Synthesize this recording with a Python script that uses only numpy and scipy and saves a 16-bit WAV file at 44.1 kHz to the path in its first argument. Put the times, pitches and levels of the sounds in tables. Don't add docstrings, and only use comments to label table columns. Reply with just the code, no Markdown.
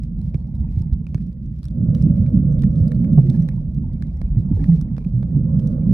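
import sys
import numpy as np
from scipy import signal
from scipy.fft import rfft, irfft, next_fast_len
from scipy.io import wavfile
from scipy.ndimage import uniform_filter1d, map_coordinates

SR = 44100
rng = np.random.default_rng(int(sys.argv[2]) if len(sys.argv) > 2 else 0)


def bounce(signal):
    frames = np.transpose(np.atleast_2d(signal))
    limited = np.clip(frames, -1, 1)
    pcm = np.round(limited * 32767).astype(np.int16)
    wavfile.write(sys.argv[1], SR, pcm)


N = 261513
T = np.arange(N) / SR

# (time [s], level [dB])
FLOW_LEVEL = [(0, -14), (.8, -12), (1.05, -17), (1.25, -13.5), (1.62, -17.5), (1.88, 0), (2.05, -1),
              (2.8, -.5), (3.12, -2), (3.35, -4.5), (3.7, -11), (4.15, -12.5), (4.7, -6.5), (5.03, -11.5),
              (5.35, -4.5), (5.65, 0), (5.93, 0)]
# (time [s], level [dB])
RUMBLE_LEVEL = [(0, -27), (1.0, -27), (1.3, -29.5), (2.0, -24), (3.0, -25), (3.4, -29.5), (4.4, -23.5),
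                (5.35, -32.5), (5.65, -23.5), (5.93, -31.5)]
# (time [s], level [dB])
BUBBLING_LEVEL = [(0, -72.0), (0.8, -63.5), (1.35, -78.0), (1.65, -74.5), (2.0, -66.5), (2.6, -69.5),
                  (3.5, -59.5), (3.75, -68), (4.65, -59), (5.05, -65.5), (5.45, -64), (5.93, -63)]
# (time [s], hold [s], level [dB])
SURFACE_SWISHES = [(0, .05, -78), (0.205, .08, -78.5), (0.343, .04, -77), (.68, .15, -76.5),
                   (1.06, .22, -82), (1.5, .18, -81), (1.949, 0.092, -75), (2.135, .07, -77.5),
                   (2.722, .33, -79), (3.165, .2, -73.5), (3.401, .17, -80.5), (4.022, .13, -82.5),
                   (4.369, .05, -83), (4.53, .24, -73), (4.961, .13, -81), (5.592, .14, -77),
                   (5.878, .06, -71.5)]
# (time [s], crack level [dB], pitch [Hz], knock level above the ring [dB])
NEAR_SNAPS = [(0.0341, -42.5, 5385, -1), (0.2145, -47.5, 4000, 7), (0.3441, -43, 2350, 12.5),
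              (0.5517, -46.5, 3850, 12.5), (0.8188, -45, 5160, 3), (0.9315, -44.5, 3850, 10),
              (1.067, -44.5, 2540, -12), (1.1451, -37, 2215, 10), (1.1784, -53, 2400, 1),
              (1.6305, -41, 4456, -3), (1.6413, -41, 4960, 4), (1.6534, -37.5, 5430, 1),
              (1.6834, -44.5, 3430, 10), (1.949, -37.5, 2906, 4.5), (2.023, -38, 5140, 4),
              (2.2627, -49.5, 2230, 9), (2.5236, -45, 5980, 7), (2.592, -43, 3610, 0),
              (2.6208, -38.5, 3090, 0), (2.6351, -39, 1850, 0.5), (2.7576, -46.5, 3200, 3),
              (2.88, -41.5, 4860, 10), (2.9177, -38, 1810, -5), (3.045, -46, 2200, 8),
              (3.1301, -43, 3690, 2), (3.2998, -33.5, 3570, 12.5), (3.4047, -45.5, 4010, 6),
              (3.4222, -42.5, 5880, -1.5), (3.4876, -37, 1880, 1), (4.023, -38.5, 1780, -0.5),
              (4.2151, -39, 1710, 14), (4.6408, -39, 1905, -3), (4.812, -36, 5800, 0.5),
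              (4.9663, -48, 1650, 1), (4.9805, -42.5, 1670, 17), (5.0469, -49, 2440, -4.5),
              (5.229, -47, 1630, 19), (5.594, -39, 3140, 0), (5.673, -39, 5830, 0)]
# (pitch [Hz], level [dB], time to fade 60 dB [s], right side's lag [radians])
CASE_NOTES = [(537, -10, 0.012, 0.35), (1050, -0.5, 0.0084, 1.8), (1410, -6, 0.016, 4.3),
              (1820, -5, 0.011, 4.8), (2290, -4.5, 0.012, 5.2)]
# (time [s], peak level [dB], settled pitch [Hz], life [s])
AIR_POCKETS = [(0.345, -20.5, 199, 0.0084), (0.349, -8.5, 88, 0.012), (0.593, -14, 66.4, 0.042),
               (0.77, -7, 73, 0.017), (0.806, -12.5, 73, 0.011), (0.818, -57, 873, .022),
               (0.918, -8, 50, 0.026), (1.149, -8, 113.2, 0.014), (1.859, -13.5, 111, 0.068),
               (2.189, -12.5, 74, 0.044), (2.807, -5.5, 74.6, .018), (3.168, -1, 135.3, 0.035),
               (3.178, -26.5, 375, 0.022), (3.19, -11.5, 134, 0.15), (3.225, -31.5, 346, .08),
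               (3.341, -54, 1670, 0.014), (3.361, -12, 160, 0.076), (3.574, -54.5, 923, .018),
               (3.835, -54, 865, 0.024), (4.367, -8, 103, 0.026), (4.506, -24, 255, 0.029),
               (4.512, -6.5, 132, 0.013), (4.519, -12, 87.8, .05), (4.582, -36, 370, 0.02),
               (4.593, -25.5, 265.8, 0.067), (4.678, -3, 157, 0.036), (4.713, -6, 154.5, 0.048),
               (5.059, -11, 150.4, 0.017), (5.128, -11.5, 112.8, 0.058), (5.346, -13.5, 127, 0.052),
               (5.359, -25, 258.6, 0.029)]

# (frequency [Hz], level [dB])
RUMBLE_TONE = [(15, -35.5), (28, -18), (43, -2.5), (65, -0.5), (90, -7.5), (120, -16), (200, -28),
               (300, -42), (600, -90.5)]
CHURN_TONE = [(50, -25.5), (90, -15.5), (120, -6), (152, -0.5), (185, -4.5), (225, -9.5), (270, -21.5),
              (330, -28.5), (410, -45), (600, -56), (1200, -100)]
HUM_TONE = [(300, -32.5), (420, -21), (475, 3.5), (525, 0.5), (580, 0.5), (625, -5.5), (690, -20),
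            (900, -33), (1300, -61)]
WALL_TONE = [(600, -22.5), (800, -7.5), (1050, -0.5), (1230, 6), (1350, -6), (1480, 3), (1650, -14),
             (2400, -22.5), (4000, -42)]
WASH_TONE = [(400, -25), (650, 0.5), (900, -1), (1050, -12.5), (1500, -18.5), (3000, -46)]
FIZZ_TONE = [(700, -17), (1500, -5.5), (2300, -2.5), (3000, -6), (5000, -6.5), (6300, -10.5), (7300, -17),
             (10000, -12.5), (11800, -21.5), (13000, -15.5), (16000, -22)]
CRACK_TONE = [(500, -5.5), (1500, 0.5), (2900, -4), (3700, 2), (5500, 0), (7300, -8.5), (9500, 0),
              (11800, -12), (13000, -3.5), (16000, -14)]
BUZZ_TONE = [(250, -52.5), (400, -3.5), (520, -7), (690, 11), (900, -2), (1180, -9), (1330, -21),
             (2000, -46)]


def amp(db):
    return 10 ** (np.asarray(db) / 20)


def unit(x):
    return x / np.sqrt(np.mean(x ** 2) + 1e-20)


def curves(rows):
    s, *cols = np.transpose(rows)
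    return [np.interp(T, s, c) for c in cols]


def wobble(rate):
    return map_coordinates(rng.standard_normal(int(N * rate / SR) + 4), [T * rate])


def filtered(x, response):
    m = next_fast_len(N + SR // 2)
    return irfft(rfft(x, m) * response(np.fft.rfftfreq(m, 1 / SR)), m)[..., :N]


def coloured(x, points):
    f, db = np.transpose(points)
    return filtered(x, lambda hz: amp(np.interp(np.log(hz + 1), np.log(f), db)))


def noise(points):
    return unit(coloured(rng.standard_normal(N), points))


def even(x, span):
    return unit(x / np.sqrt(np.abs(uniform_filter1d(x ** 2, int(span * SR) + 1)) + 1e-6))


def ports(x, right_db, lag):
    turn = np.exp(.5j * lag)
    return np.array([filtered(x, lambda hz: turn) * amp(-right_db / 2),
                     filtered(x, lambda hz: 1 / turn) * amp(right_db / 2)])


def add(track, s, sound):
    part = track[..., max(0, round(s * SR)):][..., :sound.shape[-1]]
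    part += sound[..., :part.shape[-1]]


def water():
    flow_db, = curves(FLOW_LEVEL)
    rumble_db, = curves(RUMBLE_LEVEL)
    rumble = amp(rumble_db + 2.5 * wobble(9)) * even(noise(RUMBLE_TONE), span=0.11)
    churn = amp(-15.5 + 0.99 * flow_db + 2.3 * wobble(14)) * even(noise(CHURN_TONE), span=.1)
    case_gain = amp(-46 + 1.18 * flow_db + 0.97 * wobble(8.3))
    hum = case_gain * amp(0.14 * (flow_db - np.mean(flow_db))) * even(noise(HUM_TONE), span=0.26)
    walls = case_gain * amp(-13.5) * noise(WALL_TONE)
    return (ports(rumble, right_db=0.66, lag=-.08) + ports(churn, right_db=3.5, lag=0.051)
            + ports(hum, right_db=9.0, lag=1.0) + ports(walls, right_db=-2, lag=2.54))


def swish_level(calm_db=-88, rise_s=0.023, fall_s=0.024):
    power = amp(calm_db) ** 2
    for start, hold, db in SURFACE_SWISHES:
        rise = np.clip((T - start) / rise_s, 0, 1)
        fall = np.exp(-np.maximum(T - start - hold, 0) / fall_s)
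        power = power + (amp(db) * rise * fall) ** 2
    return 10 * np.log10(power)


def bubbles(count, hz, octaves, cycles):
    out, t = np.zeros(N), np.arange(SR // 12) / SR
    for when, pitch, strength in rng.random((count, 3)):
        bubble_hz = hz * 2 ** (octaves * (2 * pitch - 1))
        age = t * bubble_hz / cycles
        shape = (1 - np.exp(-4 * age)) * np.exp(-age)
        glide = 1 + 0.0067 * np.minimum(age, 4)
        add(out, when * N / SR, amp(20 * strength) * shape * np.sin(2 * np.pi * bubble_hz * t * glide))
    return unit(out)


def froth(fizz_db):
    bubble_db = curves(BUBBLING_LEVEL)[0] + 1.3 * wobble(14)
    wash = amp(bubble_db + 1.5) * noise(WASH_TONE)
    large = amp(bubble_db + 9.0) * bubbles(count=110, hz=337, octaves=.35, cycles=2.8)
    medium = amp(bubble_db - 1.0) * bubbles(count=260, hz=803, octaves=0.33, cycles=7.6)
    small = amp((bubble_db + fizz_db) / 2 - 4) * bubbles(count=320, hz=2060, octaves=.3, cycles=7.4)
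    flutter_db = 2.0 * wobble(60) + 2.6 * wobble(700)
    fizz = amp(fizz_db + 8.0 + flutter_db) * np.array([noise(FIZZ_TONE), noise(FIZZ_TONE)])
    return (ports(wash + medium, right_db=1.0, lag=1.8) + ports(large, right_db=6.5, lag=.3)
            + ports(small, right_db=0, lag=-0.86) + fizz)


def case_ring(t):
    ring = 0
    for hz, db, fade_s, lag in CASE_NOTES:
        fade = amp(db + rng.normal(0, 1.9) - 60 * t / fade_s)
        phase = 2 * np.pi * hz * rng.normal(1, 0.074) * t
        ring = ring + fade * np.sin(phase - np.array([[0], [lag]]))
    return ring


def snaps(fizz_db, far_count, faint_db, range_db):
    cracks, rings, t = np.zeros((2, N)), np.zeros((2, N)), np.arange(SR // 25) / SR
    crowd = np.cumsum(amp(fizz_db / 2))
    far = [(np.interp(when, crowd / crowd[-1], T), faint_db + range_db * size ** 2,
            3200 + 3000 * pitch, 0) for when, size, pitch in rng.random((far_count, 3))]
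    onset = 1 - np.exp(-t / 0.00054)
    low_high_hz = [2700, 3400]
    for start, crack_db, pitch_hz, knock_db in list(NEAR_SNAPS) + far:
        treble_cut = signal.butter(1, min(2.6 * pitch_hz, SR / 3), fs=SR)
        ring_db = crack_db + np.interp(pitch_hz, low_high_hz, [-6, -27])
        hiss = signal.lfilter(*treble_cut, rng.standard_normal((2, len(t))))
        crack = hiss * amp(-60 * t / 0.011) * onset
        add(cracks, start, amp(crack_db + 2.5) * crack / np.abs(crack).max())
        ping_db = np.interp(pitch_hz, low_high_hz, [ring_db + 8.5, crack_db - 6])
        ping_phase = 2 * np.pi * pitch_hz * t + rng.normal(0, 0.33, (2, 1))
        ping = amp(ping_db - 60 * t / 0.012) * np.sin(ping_phase)
        knock = amp(knock_db - 60 * t / 0.0061) * np.sin(2 * np.pi * 520 * t) * amp([[-3], [3]])
        case = amp(ring_db + 10.5) * (case_ring(t) + knock)
        add(rings, start + .0004, (ping + case) * onset)
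    return coloured(cracks, CRACK_TONE) + rings


def gulps(slack, buzz_db, droop_cycles=.7, rise_share=0.25):
    throbs, t = np.zeros(N), np.arange(SR // 4) / SR
    for start, db, settled_hz, life in AIR_POCKETS:
        hz = settled_hz + droop_cycles / life * np.exp(-t / life)
        shape = (1 - np.exp(-(t / (rise_share * life)) ** 2)) * np.exp(-(t / life) ** 3)
        add(throbs, start, amp(db) * shape / shape.max() * np.sin(2 * np.pi * np.cumsum(hz) / SR))
    buzz = coloured(throbs - np.clip(throbs, -slack, slack), BUZZ_TONE)
    tremble = 1 + 0.049 * wobble(450)
    return ports(throbs * tremble + amp(buzz_db) * buzz, right_db=3.0, lag=0)


def scene():
    fizz_db = swish_level()
    return (water() + gulps(slack=0.65, buzz_db=-5) + froth(fizz_db)
            + snaps(fizz_db, far_count=170, faint_db=-63.5, range_db=13.5))


def record(dry, ceiling=.93, top_hz=15750):
    squashed = dry / (1 + np.abs(dry / ceiling) ** 14) ** (1 / 14)
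    whine = amp(-63) * squashed * np.cos(np.pi / 2 * np.arange(N))
    return filtered(squashed + whine, lambda hz: hz < top_hz)


dry = scene()
out = record(dry)
bounce(out)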